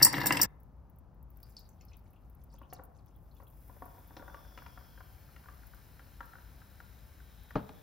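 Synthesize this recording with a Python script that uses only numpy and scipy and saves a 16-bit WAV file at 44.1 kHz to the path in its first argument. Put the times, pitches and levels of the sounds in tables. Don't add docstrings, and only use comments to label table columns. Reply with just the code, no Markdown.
import sys
import numpy as np
from scipy import signal
from scipy.fft import rfft, irfft, next_fast_len
from scipy.io import wavfile

SR = 44100
rng = np.random.default_rng(int(sys.argv[2]) if len(sys.argv) > 2 else 0)


def unload_audio(sound):
    columns = np.transpose(np.atleast_2d(sound))
    steps = np.round(np.clip(columns, -1, 1) * 32767)
    wavfile.write(sys.argv[1], SR, steps.astype(np.int16))


N = 344862
TIME = np.arange(N) / SR
STIR_END_S, POUR_S, POUR_END_S, FLOAT_S = 0.4596, 1.255, 7.0, 4.205


# (frequency [Hz], relative level [dB])
SPRAY_SPECTRUM = [(3000, -35), (7000, -13), (8200, -2.5), (9300, -3), (11000, -2.5), (12700, -4),
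                  (14500, 1), (15600, -2), (16200, -12)]


def fizz():
    spray_gain, foam_gain, per_s = carbonation()
    clusters = coloured(rng.standard_normal(N), [(3, 0), (30, 0), (120, -40), (1000, -100)])
    sputter = amp(clusters * 1.1 * (300 / np.maximum(per_s, 300)) ** 0.39)
    spray = sputter * coloured(grains(per_s, spread_db=0), SPRAY_SPECTRUM)
    return spray_gain * spray + foam_gain * foam(per_s) + pops()


def carbonation():
    spray_s, head_s, head_grow_s = 2.91, 3.5, 0.83
    flow, gush = stream()
    settling = amp(-86 - 17.5 * since(STIR_END_S))
    bed = np.hypot(settling, flow * amp(-85 + 12.5 * gush))
    spray = ramp(spray_s, length_s=0.76) ** 2 * amp(-67 - 0.5 * since(spray_s))
    head = 1 - np.exp(-since(head_s) / head_grow_s)
    per_s = 400 + 300 * flow + 16000 * head
    return np.hypot(bed, spray), np.hypot(amp(-4.5) * bed, amp(-68) * np.sqrt(head)), per_s


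# (frequency [Hz], relative level [dB])
FOAM_SPECTRUM = [(500, -12), (1150, -1), (1500, 7), (2000, 2.5), (2400, 2), (2700, -1.5), (4600, -6),
                 (6200, -4), (7500, -2), (8300, 1), (12000, -10), (16000, -20)]
# (time [s], lower pitch [Hz], clarity [0-1])
AIR_RING = [(3.3, 3400, 0.05), (4.1, 3484, 0.5), (4.35, 3485, 0.92), (4.65, 3380, 1), (4.95, 3260, 0.8),
            (5.2, 3110, 0.22), (6.2, 3040, 0.28), (6.9, 3086, 0.2), (7.35, 3304, 0.35), (7.8, 3470, 0.3)]
# (time [s], pitch [Hz], relative level [dB])
HEAD_RING_SWEEP = [(4.5, 4700, -25), (5.0, 4410, -7.5), (5.5, 4200, -7), (6.1, 4084, -5), (6.9, 3950, -3.5),
                   (7.15, 3920, -5.5), (7.4, 3770, 1), (7.8, 3690, -2)]


def foam(per_s):
    air_hz, clarity = curves(AIR_RING)
    head_hz, head_db = curves(HEAD_RING_SWEEP)
    bursts = grains(per_s, spread_db=-3.5)
    lower = resonate(bursts, air_hz, width_hz=155)
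    upper = resonate(bursts, air_hz * 1.55, width_hz=670)
    air = amp(-5.5) * clarity * (lower + amp(1.5) * clarity * upper)
    head = amp(head_db - 6.5) * resonate(bursts, head_hz, width_hz=370)
    wall = amp(-12.5) * resonate(grains(per_s, spread_db=-2), hz=5200, width_hz=320)
    hollow = amp(-14.5) * ramp(FLOAT_S, length_s=0.36) * resonate(bursts, hz=1600, width_hz=170)
    hiss = coloured(grains(per_s, spread_db=3.5), FOAM_SPECTRUM)
    return amp(-2.5 * clarity) * hiss + air + head + wall + hollow


# (time [s], relative level
# [dB])
BIG_POPS = [(.632, -66.5), (.8984, -65.5), (.9866, -63.5), (1.3037, -62.5), (1.372, -60), (1.4025, -64.5),
            (1.4305, -54.5), (1.4963, -64), (1.5917, -57.5), (1.6917, -66), (1.852, -61), (1.9684, -60.5),
            (2.2979, -66), (2.3503, -64.5), (2.4383, -61), (2.5399, -63.5), (2.5865, -62), (2.7333, -46.5),
            (2.8363, -55.5), (3.0615, -65), (3.2428, -77), (3.3496, -69), (3.433, -64), (3.4818, -63.5),
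            (3.6801, -61), (3.8558, -55.5), (4.0756, -62.5), (5.6692, -58), (5.7467, -59), (6.256, -59.5)]
# (frequency [Hz], relative level [dB], T60 [s])
SNAP_MODES = [(8700, -5, 0.018), (11400, -13, 0.014), (15000, 3.5, 0.016)]


def pops():
    times = TIME[rng.random(N) < 4.6 / SR]
    small_pops = list(zip(times, rng.normal(-68, 3.5, len(times))))
    return blows(BIG_POPS + small_pops, SNAP_MODES, edges_hz=(9500, 16000), detune=0.0685, uneven_db=4,
                 chatter_t60=0.0001, noise_db=1, noise_t60=0.037, trim_db=-3.5)


def stream():
    fade_s, gush_s = 0.23, 0.28
    flow = ramp(POUR_S, fade_s) * (1 - ramp(POUR_END_S, fade_s))
    return flow, np.exp(-since(POUR_S + fade_s) / gush_s)


def splash():
    droplets_per_s, pitches, decay_cycles = 800, 40, 4
    flow, gush = stream()
    gurgle = coloured(rng.standard_normal(N), [(10, 0), (100, -100)])
    t, out = TIME[:SR // 30], np.zeros(N)
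    lands = rng.random(N) < droplets_per_s / SR
    pitch_index = rng.integers(0, pitches, N)
    sizes = amp(3 * np.minimum(rng.exponential(1, N), 3) + 9 * np.minimum(gurgle, 2))
    for k, hz in enumerate(np.geomspace(2200, 10000, pitches)):
        age = hz * t / decay_cycles
        envelope = np.exp(-age) * (1 - np.exp(-5 * age))
        bubble = envelope * np.sin(2 * np.pi * hz * t * (1 + 0.0092 * age))
        for index in np.flatnonzero(lands & (pitch_index == k)):
            add(out, index / SR, sizes[index] * bubble * (hz / 5000) ** 1.3)
    return flow * (1 - afloat()) * amp(-83.5 - 4 * gush) * unit(out)


# (time [s], relative level [dB], pitch [Hz])
POUR_PLINKS = [(1.524, -65, 4720), (1.653, -57.5, 4670), (1.7307, -66.5, 6180), (1.8096, -57, 2620),
               (1.885, -56.5, 5240), (1.9181, -57.5, 2510), (1.9325, -56.5, 2518), (1.9813, -69, 4680),
               (2.0607, -67.5, 2250), (2.135, -65, 2610), (2.1622, -62.5, 2790), (2.3923, -67.5, 2230),
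               (2.5027, -62.5, 4700), (2.531, -58.5, 5310), (2.584, -59, 3223), (2.6297, -59.5, 2940),
               (2.7024, -55, 5320), (3.153, -67.5, 3340), (3.3138, -62, 4240), (3.3668, -64, 3400),
               (3.4695, -62, 3290)]


def plinks():
    t, out = TIME[:SR // 12], np.zeros(N)
    for s, db, hz in POUR_PLINKS:
        ring = np.sin(2 * np.pi * hz * t * (1 + 0.69 * t)) * decay(t, t60=0.03)
        swarm = flurry(hz, octaves=0.32, length_s=0.038, fade_db=-13.5, cycles=6.6)
        add(out, s, amp(db - 2) * np.tanh(t / 0.001) * ring)
        add(out, s - 0.004, amp(db - 12.5) * np.tanh(t / 0.0058) * swarm)
    return out


# (time [s], relative level [dB], clack over body [dB])
ICE_KNOCKS = [(0.0141, -33, -33), (0.053, -32, -8), (0.066, -31.5, -26), (0.132, -35, -20),
              (0.1397, -31, -5), (0.1672, -36, -4), (0.1814, -32.5, -10), (0.2134, -34.5, -4),
              (.24, -35, -15), (0.2587, -32.5, -5.5), (.3059, -24.5, -1), (0.3229, -39.5, 8),
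              (0.3698, -43, 10), (0.3963, -33.5, -5), (2.541, -66, -19), (2.6147, -58, -13.5),
              (2.7263, -51.5, -7), (2.788, -61.5, -15), (2.7955, -53.5, -27), (3.4007, -61.5, -23),
              (3.425, -65, -21.5), (3.6962, -60, -22), (3.7657, -64, -20), (3.8213, -50, -18.5),
              (3.8591, -62.5, -20), (3.8777, -65, -24.5), (3.9449, -65, -17), (3.9807, -64, -13),
              (4.1068, -59, -19.5), (4.167, -48, -8), (4.194, -55, -20), (4.2233, -50, -21),
              (4.2796, -49.5, -29), (4.297, -53, -17), (4.3443, -45, -13), (4.4477, -57.5, -16),
              (4.521, -62, -13), (4.575, -46.5, -6.5), (4.586, -54, -3.5), (4.6198, -54, -18),
              (4.662, -50.5, -6), (4.7745, -50, -18), (4.809, -59, -18.5), (4.976, -55.5, -13),
              (5.0049, -50.5, -19), (5.2878, -59.5, -17.5), (5.3621, -54, -3.5), (5.438, -61, -14.5),
              (5.4573, -55.5, -20.5), (5.4852, -49, -15.5), (5.633, -59, -25.5), (5.735, -54, -21.5),
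              (5.9936, -53.5, -8.5), (6.2053, -40, -19), (6.3336, -51, -18.5), (6.3535, -51, -23),
              (6.3843, -54.5, -19), (6.617, -57, -24.5), (6.8017, -48.5, -13.5), (7.2017, -58, -11),
              (7.5065, -49.5, -11)]
# (frequency [Hz], relative level [dB], T60 [s])
ICE_MODES = [(300, -9, 0.055), (563.8, -5, 0.04), (772, -1, 0.033), (979.4, -0.5, 0.033), (1153, -1, 0.026),
             (1430, 7, 0.025), (1550, 1, 0.02), (1760, -6, 0.022), (2214, -8.5, 0.024), (2730, -9, 0.022),
             (3240, -14, 0.02)]


def knocks():
    rebounds = [(s + 0.018 * rng.uniform(0.5, 1.5), db - 15, clack) for s, db, clack in ICE_KNOCKS]
    s, db, clack_db = np.transpose(ICE_KNOCKS + rebounds)
    stirred = s < STIR_END_S
    floating_db = -3 - 3 * since(FLOAT_S, s)
    boom_db = np.where(stirred, -2, 8 * (1 - afloat(s)) + floating_db * afloat(s))
    snap_db = np.where(stirred, -17.5, -10)
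    edges_hz = (230, 1100, 2000, 3400, 7000)
    hits = np.column_stack([s, db + boom_db, db, db + clack_db, db + clack_db + snap_db])
    shallow_modes = [(hz, level + 3.5 * np.log2(hz / 1000), 0.73 * np.log(1000) / (np.pi * width))
                     for hz, width, level in DRINK_RESONANCES]
    clacks = blows(hits[stirred], shallow_modes, edges_hz, detune=0.03, uneven_db=4.5,
                   chatter_t60=0.001, noise_db=-4, noise_t60=0.025, trim_db=-3, rise_s=0.0011)
    clunks = blows(hits[~stirred], ICE_MODES, edges_hz, detune=0.035, uneven_db=4,
                   chatter_t60=0.00078, noise_db=-4.5, noise_t60=0.048, trim_db=-3, rise_s=0.0007)
    return clacks + clunks


def afloat(s=TIME, lift_s=0.36):
    return ramp(FLOAT_S - lift_s / 2, lift_s, s)


# (time [s], relative level [dB], pitch [Hz], spread [octaves])
ICE_CRACKS = [(0.141, -38, 3520, .25), (.205, -42, 3960, .2), (0.215, -41, 4340, .3), (.272, -37, 4390, .3),
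              (0.3699, -37, 3314, .4), (0.404, -39, 3100, .4), (1.43, -58.5, 4894, 0.11),
              (1.5033, -64, 7020, 0.62), (1.567, -45.5, 4900, .13), (1.567, -57, 8000, .3),
              (1.584, -55.5, 4610, 0.18), (1.6, -62, 5370, 0.51), (1.69, -60.5, 7800, 0.34),
              (1.8104, -60, 5610, 0.37), (1.9328, -63.5, 4520, 0.64), (2.733, -51, 6800, .9),
              (4.167, -55.5, 5020, .4)]


def cracks():
    out = np.zeros(N)
    for s, db, hz, octaves in ICE_CRACKS:
        add(out, s, amp(db - 5.5) * flurry(hz, octaves, length_s=0.056, fade_db=-21.5, cycles=11))
    return out


# (frequency [Hz], gain [dB])
GRIND_EQ = [(200, 5), (450, 4), (900, 2.5), (1450, -3.5), (2000, -22), (3500, -20)]


def grinding():
    slips = struck(grains(450, spread_db=2.5), ICE_MODES, ring_samples=SR // 40)
    lifting = amp(8.5) * np.exp(-((TIME - FLOAT_S) / 0.36) ** 2)
    flow, _ = stream()
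    jostle = amp(-79) * (lifting + afloat() * flow)
    scuffs = np.zeros(N)
    for s, db, _ in ICE_KNOCKS:
        if s > STIR_END_S:
            add(scuffs, s, amp(db - 8 - 14 * afloat(s)) * decay(TIME[:SR // 3], t60=0.25))
    return (jostle + scuffs) * coloured(slips, GRIND_EQ)


# (time [s], relative level [dB])
STIR_EFFORT = [(0.0, -35), (0.08, -37.5), (0.116, -47.5), (0.138, -37), (0.334, -34), (0.45, -37)]
# (frequency [Hz], width [Hz], relative level [dB])
DRINK_RESONANCES = [(134.8, 18, 0.5), (199, 22, -5), (296.3, 25, -3), (536, 50, -7.5), (820, 45, -9),
                    (962, 55, -4.5), (1061.3, 66, -10), (1230, 130, -9), (1780, 80, -3), (1896, 100, -7),
                    (2035, 70, -6), (2755, 45, -11), (2990, 190, -17.5), (3540, 270, -21)]


def stirring():
    effort_db, = curves(STIR_EFFORT)
    jostle = grains(1500, spread_db=4)
    churn = unit(sum(amp(db) * resonate(jostle, hz, width) for hz, width, db in DRINK_RESONANCES))
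    slips = grains(260, spread_db=2.5)
    ticks = struck(slips, SPOON_MODES, ring_samples=SR // 20)
    scrape_eq = [(1000, -3), (3000, -3.5), (5200, -2.5), (7000, -9.5), (12000, -13), (15000, -9)]
    scrape = coloured(slips, scrape_eq)
    return amp(effort_db) * (amp(-1.17) * churn + amp(-11.5) * ticks + amp(-19) * scrape)


# (time [s], near 5 kHz [dB], near 8 kHz [dB], near 14 kHz [dB], ring over clatter [dB])
SPOON_TAPS = [(0.0233, -27, -30, -30.5, -7.5), (0.0264, -21, -22.5, -25, 4), (0.0471, -30, -17, -22, -2.5),
              (0.0571, -33.5, -31.5, -41.5, -4), (.127, -40.5, -39.5, -42.5, -17.5),
              (.258, -39, -32.5, -31, -13), (0.267, -36.5, -25.5, -29, -7), (.3225, -33.5, -31, -39, -11.5),
              (0.3693, -39, -34.5, -50, -14), (0.4146, -23, -21.5, -25, -19),
              (0.4293, -33, -25, -25.5, -14.5)]
# (frequency [Hz], relative level [dB], T60 [s])
SPOON_MODES = [(4787, -7.5, 0.034), (5010, 0, 0.027), (5526, -0.5, 0.047), (5844, -4.5, 0.032),
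               (7120, -6.5, 0.021), (7680, 1.5, .04), (8000, 0, 0.037), (9700, -10.5, .03),
               (10650, -8, .04), (11280, -11.5, .04), (12600, -10, 0.052), (13700, -9.5, 0.043),
               (14440, 0.5, 0.063), (14300, -3, .05), (15280, -8.5, .04)]
# (frequency [Hz], relative level [dB], T60 [s])
GLASS_MODES = [(4580, -5, .075), (4613, -2, .07), (5515, -2, 0.069), (7910, -4.5, 0.086), (7760, -5, .09),
               (8200, -8, 0.056), (9780, -9, 0.13), (9500, -7, 0.14), (10700, -12.5, 0.13),
               (11600, -11.5, 0.055), (13840, -12.5, .08), (14070, -5.5, .11), (14480, -2.5, .09)]


def clinks():
    edges_hz = (4100, 6500, 10000, 16000)
    spoon_hits = [tap[:4] for tap in SPOON_TAPS]
    glass_hits = [(s, low + ring, mid + ring, high + ring - 4) for s, low, mid, high, ring in SPOON_TAPS]
    doubled_modes = SPOON_MODES + SPOON_MODES
    spoon = blows(spoon_hits, doubled_modes, edges_hz, detune=0.02, uneven_db=3,
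                  chatter_t60=0.0001, noise_db=-2, noise_t60=0.059, trim_db=-0.5, rise_s=0.0014)
    glass = blows(glass_hits, GLASS_MODES, edges_hz, detune=0.0012, uneven_db=1.5,
                  chatter_t60=0.0001, noise_db=-13.5, noise_t60=0.036, trim_db=0.5, rise_s=0.0018)
    return spoon + glass


# (time [s], relative thud level [dB], relative tick level [dB])
TABLE_BUMPS = [(7.5553, -27, -40), (7.6917, -49, -48)]
# (frequency [Hz], relative level [dB], T60 [s])
TABLE_MODES = [(123.4, -6, 0.29), (204, -13.5, 0.38), (277, 1, 0.092), (436, -4, 0.079), (604, -2, 0.086),
               (834, 7.5, 0.024), (1234, 1.5, 0.025), (4200, -31, 0.11), (6100, -38, .1)]
# (frequency [Hz], relative level [dB])
THUD_SPECTRUM = [(60, -2.5), (130, 3.5), (300, -1.5), (600, -8), (1400, -16), (2200, -31), (4200, -35),
                 (7000, -59), (12000, -60)]
# (frequency [Hz], relative level [dB])
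TICK_SPECTRUM = [(300, -23), (1200, 5), (3500, 0.5), (5000, -13), (7000, -13), (12000, -29)]


def bump():
    t, out = TIME[:SR // 2], np.zeros(N)
    thud_fade = decay(t, t60=0.12) + amp(-16) * decay(t, t60=0.4)
    attack = np.tanh(t / 0.00086) ** 2
    for s, thud_db, tick_db in TABLE_BUMPS:
        dense = coloured(rng.standard_normal(N), THUD_SPECTRUM)[:len(t)] * thud_fade
        tick = coloured(rng.standard_normal(N), TICK_SPECTRUM)[:len(t)] * decay(t, t60=0.018)
        add(out, s, amp(thud_db) * attack * (ringing(TABLE_MODES, t) + dense) + amp(tick_db) * tick)
    return out


# (frequency [Hz], T60 [s])
REVERB_TIME = [(150, 1.31), (1000, 0.78), (5000, 0.2273), (15000, 0.01)]
# (frequency [Hz], level [dB])
REVERB_LEVEL = [(150, -13), (600, -3), (1800, -6), (5000, -8), (14000, -21.5)]


def room(x):
    taps = rng.choice([-1., 1.], (2, SR // 2)) * (rng.random((2, SR // 2)) < 3000 / SR)
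    taps[:, :SR // 200] = 0
    hz, t, bands = signal.stft(taps / np.std(taps), SR, nperseg=256)
    t60 = at_hz(REVERB_TIME, hz)[:, None]
    tail = decay(t, t60) * np.sqrt(np.log(10 ** 6) / (t60 * SR))
    bands *= amp(at_hz(REVERB_LEVEL, hz))[:, None] * tail
    _, response = signal.istft(bands, SR, nperseg=256)
    return x + signal.fftconvolve(x[None], response, axes=1)[:, :N]


# (frequency [Hz], relative level [dB])
RUMBLE_SPECTRUM = [(20, -22), (36, -12), (54, 6), (85, -3.5), (130, -7), (200, -14), (400, -23.5),
                   (850, -23.5), (1300, -31.5), (2000, -45.5), (3500, -54), (16000, -57.5)]


def room_tone():
    common, left, right = (coloured(n, RUMBLE_SPECTRUM) for n in rng.standard_normal((3, N)))
    return amp(-55.5) * (common + amp(-6.5) * np.array([left, right]))


def blows(hits, modes, edges_hz, detune, uneven_db, chatter_t60, noise_db, noise_t60, trim_db, rise_s=0):
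    t, out = TIME[:SR // 7], np.zeros(N)
    attack_samples = round(0.012 * SR)
    bands = [signal.butter(3, pair, "bandpass", fs=SR, output="sos")
             for pair in zip(edges_hz, edges_hz[1:])]
    for s, *levels in hits:
        chatter, noise = rng.standard_normal((2, len(t)))
        contact = (1 + chatter / 2) * decay(t, chatter_t60)
        contact /= np.linalg.norm(contact)
        ring = signal.fftconvolve(contact, ringing(modes, t, detune, uneven_db))[:len(t)]
        hit = (ring + amp(noise_db) * noise * decay(t, noise_t60)) * np.tanh(t / (rise_s + 1e-9))
        for band, db in zip(bands, levels):
            part = signal.sosfilt(band, hit)
            add(out, s, amp(db + trim_db) * part / np.std(part[:attack_samples]))
    return out


def ringing(modes, t, detune=0, uneven_db=0):
    hz, db, t60 = np.transpose(modes)[:, :, None]
    shift, share = rng.standard_normal((2, len(modes), 1))
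    tones = np.sin(2 * np.pi * hz * (1 + detune * shift) * t)
    return (amp(db + uneven_db * share) * decay(t, t60) * tones).sum(0)


def struck(clicks, modes, ring_samples):
    return unit(signal.oaconvolve(clicks, ringing(modes, TIME[:ring_samples]))[:N])


def flurry(hz, octaves, length_s, fade_db, cycles, count=40):
    t, order = TIME[:SR // 12], np.linspace(0, 1, count)[:, None]
    lag, pitch, size = rng.uniform(-1, 1, (3, count, 1))
    onsets = length_s * order ** 2 * (1 + lag / 10)
    age = since(onsets, t) * hz * 2 ** (octaves * pitch)
    rings = np.sin(2 * np.pi * age) * np.exp(-age / cycles) * np.tanh(age)
    sound = (size * amp(fade_db * order) * rings).sum(0)
    return sound / np.std(sound[:SR // 80])


def grains(per_s, spread_db):
    size = amp(spread_db * np.minimum(rng.exponential(1, N), 4))
    return unit(size * rng.choice([-1, 1], N) * (rng.random(N) < per_s / SR) / np.sqrt(per_s))


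def resonate(x, hz, width_hz):
    carrier = np.exp(2j * np.pi * np.cumsum(hz * np.ones(N)) / SR)
    pole = np.exp(-2 * np.pi * width_hz / SR)
    return unit((carrier * signal.lfilter([1], [1, -2 * pole, pole * pole], x / carrier + 1e-18)).real)


def coloured(x, spectrum):
    return unit(irfft(rfft(x) * amp(at_hz(spectrum, np.fft.rfftfreq(N, 1 / SR))), N))


def at_hz(points, hz):
    f, value = np.transpose(points)
    return np.interp(np.log(hz + 1), np.log(f + 1), value)


def curves(rows):
    s, *columns = np.transpose(rows)
    return [np.interp(TIME, s, c) for c in columns]


def ramp(start_s, length_s, s=TIME):
    return np.clip((s - start_s) / length_s, 0, 1)


def since(start_s, s=TIME):
    return np.maximum(s - start_s, 0)


def decay(t, t60):
    return amp(-60 * t / t60)


def amp(db):
    return np.exp(np.asarray(db) * (np.log(10) / 20))


def unit(x):
    return x / np.sqrt(np.mean(x ** 2) + 1e-24)


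def add(mix, s, sound):
    part = mix[max(round(s * SR), 0):][:len(sound)]
    part += sound[:len(part)]


def scene():
    stir_gate = np.clip((STIR_END_S - TIME) / 0.0097 + 0.5, 0, 1)
    ice = cracks() + knocks() + grinding()
    thump = bump()
    stirred = room(stir_gate * (stirring() + clinks() + ice))
    echo = amp(-20) * signal.sosfilt(signal.butter(4, 2400, fs=SR, output="sos"), stirred)
    poured = room((1 - stir_gate) * (ice + splash() + plinks() + fizz() + 0.36 * thump))
    return stir_gate * stirred + (1 - stir_gate) * echo + poured + 0.65 * thump + room_tone()


# (frequency [Hz], lead of the left [rad])
STEREO_PHASE = [(300, 0), (700, -.8), (1900, -.2), (2900, .5), (5300, .3), (5800, -1.7), (6500, -1.1),
                (7650, -3.14), (9400, -3.14), (12550, -6.28)]
# (frequency [Hz], left minus right [dB])
STEREO_BALANCE = [(150, 4), (700, 0.5), (1500, 4), (4400, 3.5), (8200, 0.57), (14000, 0.5)]


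def record(dry):
    size = next_fast_len(N + SR // 10)
    hz = np.fft.rfftfreq(size, 1 / SR)
    lean = amp(at_hz(STEREO_BALANCE, hz) / 2)
    ports = np.array([lean, np.exp(-1j * at_hz(STEREO_PHASE, hz)) / lean])
    heard = irfft(rfft(dry, size) * ports, size)[:, :N]
    lowpass = signal.firwin(511, cutoff=15900, window=("kaiser", 9), fs=SR)
    return signal.oaconvolve(heard, lowpass[None], "same")


dry = scene()
out = record(dry)
unload_audio(out)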